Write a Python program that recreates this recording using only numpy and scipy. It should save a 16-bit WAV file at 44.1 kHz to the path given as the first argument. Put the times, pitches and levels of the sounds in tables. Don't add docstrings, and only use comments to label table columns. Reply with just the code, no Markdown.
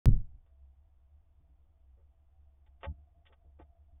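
import sys
import numpy as np
from scipy import signal
from scipy.fft import rfft, irfft
from scipy.io import wavfile

SR = 44100
rng = np.random.default_rng(int(sys.argv[2]) if len(sys.argv) > 2 else 0)


def wav_record(signal):
    frames = np.transpose(np.atleast_2d(signal))
    bounded = np.clip(frames, -1, 1)
    quanta = np.round(bounded * 32767).astype(np.int16)
    wavfile.write(sys.argv[1], SR, quanta)


N = 176400


def undb(db):
    return 10 ** (np.asarray(db) / 20)


def unit(x):
    return x / np.sqrt(np.mean(x ** 2))


def since(start):
    return np.arange(N) / SR - start


def freqs():
    return np.maximum(np.arange(N // 2 + 1) * SR / N, 1)


def noise(gain):
    return unit(irfft(rfft(rng.standard_normal(N)) * gain, N))


def colour(points):
    hz, db = np.array(points).T
    return undb(np.interp(np.log(freqs()), np.log(hz), db))


def resonance(hz, width_hz):
    f = freqs()
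    return 1 / (1 + 1j * (f * f - hz * hz) / (f * width_hz))


def ring(start, hz, t60):
    t = np.maximum(since(start), 0)
    return np.sin(2 * np.pi * hz * t) * np.exp(-np.log(1000) * t / t60)


def room_tone():
    # (frequency [Hz], width [Hz], level [dB])
    hum_bands = [(68.5, 11, -62), (569, 11, -99.5), (663, 11, -91.5), (762.2, 25, -93.5)]
    # (time [s], level [dB])
    hollow_fader = [(0, -97.5), (2.6, -93.5), (2.751, -84.5), (3.05, -78.5), (3.2, -78.5), (3.349, -90.5),
                    (3.45, -72), (3.539, -87), (3.68, -75.5), (3.77, -71.5), (3.84, -90), (3.919, -77),
                    (4, -93)]
    # (frequency [Hz], relative level [dB])
    air_eq = [(10, -7.5), (20, -7.5), (37, -8), (60, -9), (85, -14.5), (104, -25.5), (135, -32),
              (168, -28.5), (215, -43.5), (285, -33.5), (347, -34.5), (405, -48.5), (470, -36), (515, -45),
              (680, -39.5), (880, -41), (1220, -45.5), (1600, -51), (3440, -54.5)]
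    hum = sum(undb(db) * noise(resonance(hz, width) ** 2) for hz, width, db in hum_bands)
    swell = undb(np.interp(since(0), *np.array(hollow_fader).T))
    hollow = swell * noise(resonance(hz=682.4, width_hz=50) ** 2)
    air = undb(-65.5) * noise(colour(air_eq))
    return air + hum + hollow


def floor_bumps():
    # (time [s], gain [dB])
    pushes = [(1.395, -49.5), (1.484, -51.5), (2.904, -41), (2.976, -48), (3.165, -52), (3.449, -51),
              (3.616, -47.5), (3.922, -50.5)]
    # (frequency [Hz], gain [dB], 60 dB decay time [s])
    floor_modes = [(68.7, 2.5, 0.23), (154, -13, 0.16), (285, -22, 0.19), (350, -25.5, 0.13)]
    attack_s = 0.0094
    out = np.zeros(N)
    for start, db in pushes:
        attack = 1 - np.exp(-np.maximum(since(start), 0) / attack_s)
        thud = sum(undb(mode_db) * ring(start, hz, t60) for hz, mode_db, t60 in floor_modes)
        out += undb(db) * attack * thud
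    return out


def claw_scrapes():
    # (time [s], length [s], level [dB], brightness [dB per octave])
    strokes = [(0.113, 0.046, -76.5, 1), (0.162, 0.041, -78.5, -4), (0.462, 0.018, -79, -3),
               (1.971, 0.051, -75.5, -12.5), (2.663, 0.015, -73.5, -0.5), (2.807, 0.017, -66.5, 0),
               (2.831, 0.0094, -42, -3), (2.843, 0.012, -40, -3), (3.253, 0.037, -69, 3),
               (3.265, 0.004, -53.5, 12), (3.295, .03, -69.5, -10), (3.324, .013, -64, 0),
               (3.441, 0.026, -76, -17.5), (3.589, 0.011, -60.5, -6), (3.598, 0.0097, -51, -11.5),
               (3.612, 0.012, -65, -2)]
    # (frequency [Hz], width [Hz], gain [dB])
    box_modes = [(475.6, 19, -3.5), (563, 32, 1.5), (692, 31.6, 0), (867, 24, 6), (1120, 54, -3.5),
                 (1203, 35, -7), (1256, 25, -5), (1521, 44, -5.5), (1870, 55, -1.5), (2108, 36, -12.5),
                 (2290, 140, -15), (2710, 85, -10.5), (3070, 68.3, -14), (3310, 110, -18.5)]
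    slips_per_s, spread_db, release_s = 2300, 2, 0.0053
    box = sum(undb(db) * resonance(hz, width) for hz, width, db in box_modes)
    direct = undb(-19) * resonance(hz=950, width_hz=5000)
    octaves = np.log2(np.clip(freqs(), 400, 3593) / 1000)
    out = np.zeros(N)
    for start, length, db, brightness in strokes:
        t = since(start)
        slips = (rng.random(N) < slips_per_s / SR) * rng.choice([-1, 1], N)
        strength = undb(spread_db * np.minimum(rng.exponential(size=N), 4))
        envelope = (t > 0) * np.exp(-np.maximum(t - length, 0) / release_s)
        tilt = undb(brightness * octaves)
        rasp = irfft(rfft(slips * strength * envelope) * (box + direct) * tilt, N)
        stroke_rms = np.sqrt(np.sum(rasp ** 2) / (length * SR) + 1e-18)
        out += undb(db) * rasp / stroke_rms
    return out


def board_judders():
    # (time [s], length [s], slip rate [Hz], level [dB])
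    runs = [(.052, 0.051, 116, -22.5), (2.859, 0.076, 74.8, -36.5)]
    rolloff_db_per_octave, rate_jitter, fade_share = -14, 0.046, .3
    out = np.zeros(N)
    for start, length, rate, db in runs:
        t = since(start)
        wobble = noise(1 / (1 + (freqs() / 60) ** 4))
        slip_hz = rate * (1 + rate_jitter * wobble)
        phase = 2 * np.pi * np.cumsum(slip_hz * (t > 0)) / SR
        note = sum(undb(rolloff_db_per_octave * np.log2(k)) * np.sin(k * phase) for k in range(1, 5))
        fade = np.clip(np.minimum(t, length - t) / (fade_share * length), 0, 1)
        out += undb(db) * np.sqrt(2) * note * np.sin(np.pi / 2 * fade) ** 2
    return out


def wingbeat():
    # (time [s], hold [s], level [dB], 60 dB decay time [s])
    draughts = [(0.048, 0.051, -18, 0.29), (0.324, .03, -51, 0.22)]
    # (frequency [Hz], relative level [dB])
    turbulence_eq = [(10, -0.5), (30, 7.5), (60, -6.5), (120, -10), (180, -21), (300, -34.5), (400, -44.5),
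                     (500, -49.5), (650, -53), (1000, -69.5), (2000, -89.5)]
    attack_s = .008
    out = -undb(-10) * ring(start=.073, hz=12, t60=0.37)
    for start, hold, db, t60 in draughts:
        t = since(start)
        attack = np.clip(t / attack_s, 0, 1)
        decay = np.exp(-np.log(1000) * np.maximum(t - hold, 0) / t60)
        gust = noise(colour(turbulence_eq)) * attack * decay
        body = gust[(t > 0) & (t < 2 * hold)]
        out += undb(db) * gust / np.sqrt(np.mean(body ** 2))
    return out


def scene():
    return (wingbeat() + board_judders() + floor_bumps() + claw_scrapes() + room_tone())[None]


def record(dry):
    switch_on_s, fade_in_s, pop_decay_s = .0576, .004, 0.0098
    mic_top_hz, output_top_hz = 3593, 16700
    mic_lowpass = signal.ellip(8, .3, 60, mic_top_hz, fs=SR, output="sos")
    output_lowpass = signal.ellip(10, .2, 80, output_top_hz, fs=SR, output="sos")
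    t = since(switch_on_s)
    muffled = signal.sosfilt(mic_lowpass, dry) * np.clip(t / fade_in_s, 0, 1)
    pop = undb(-18.5) * np.exp(-np.maximum(t, 0) / pop_decay_s)
    hiss = undb(-101) * rng.standard_normal(N)
    return signal.sosfilt(output_lowpass, (muffled + pop + hiss) * (t > 0))


dry = scene()
out = record(dry)
wav_record(out)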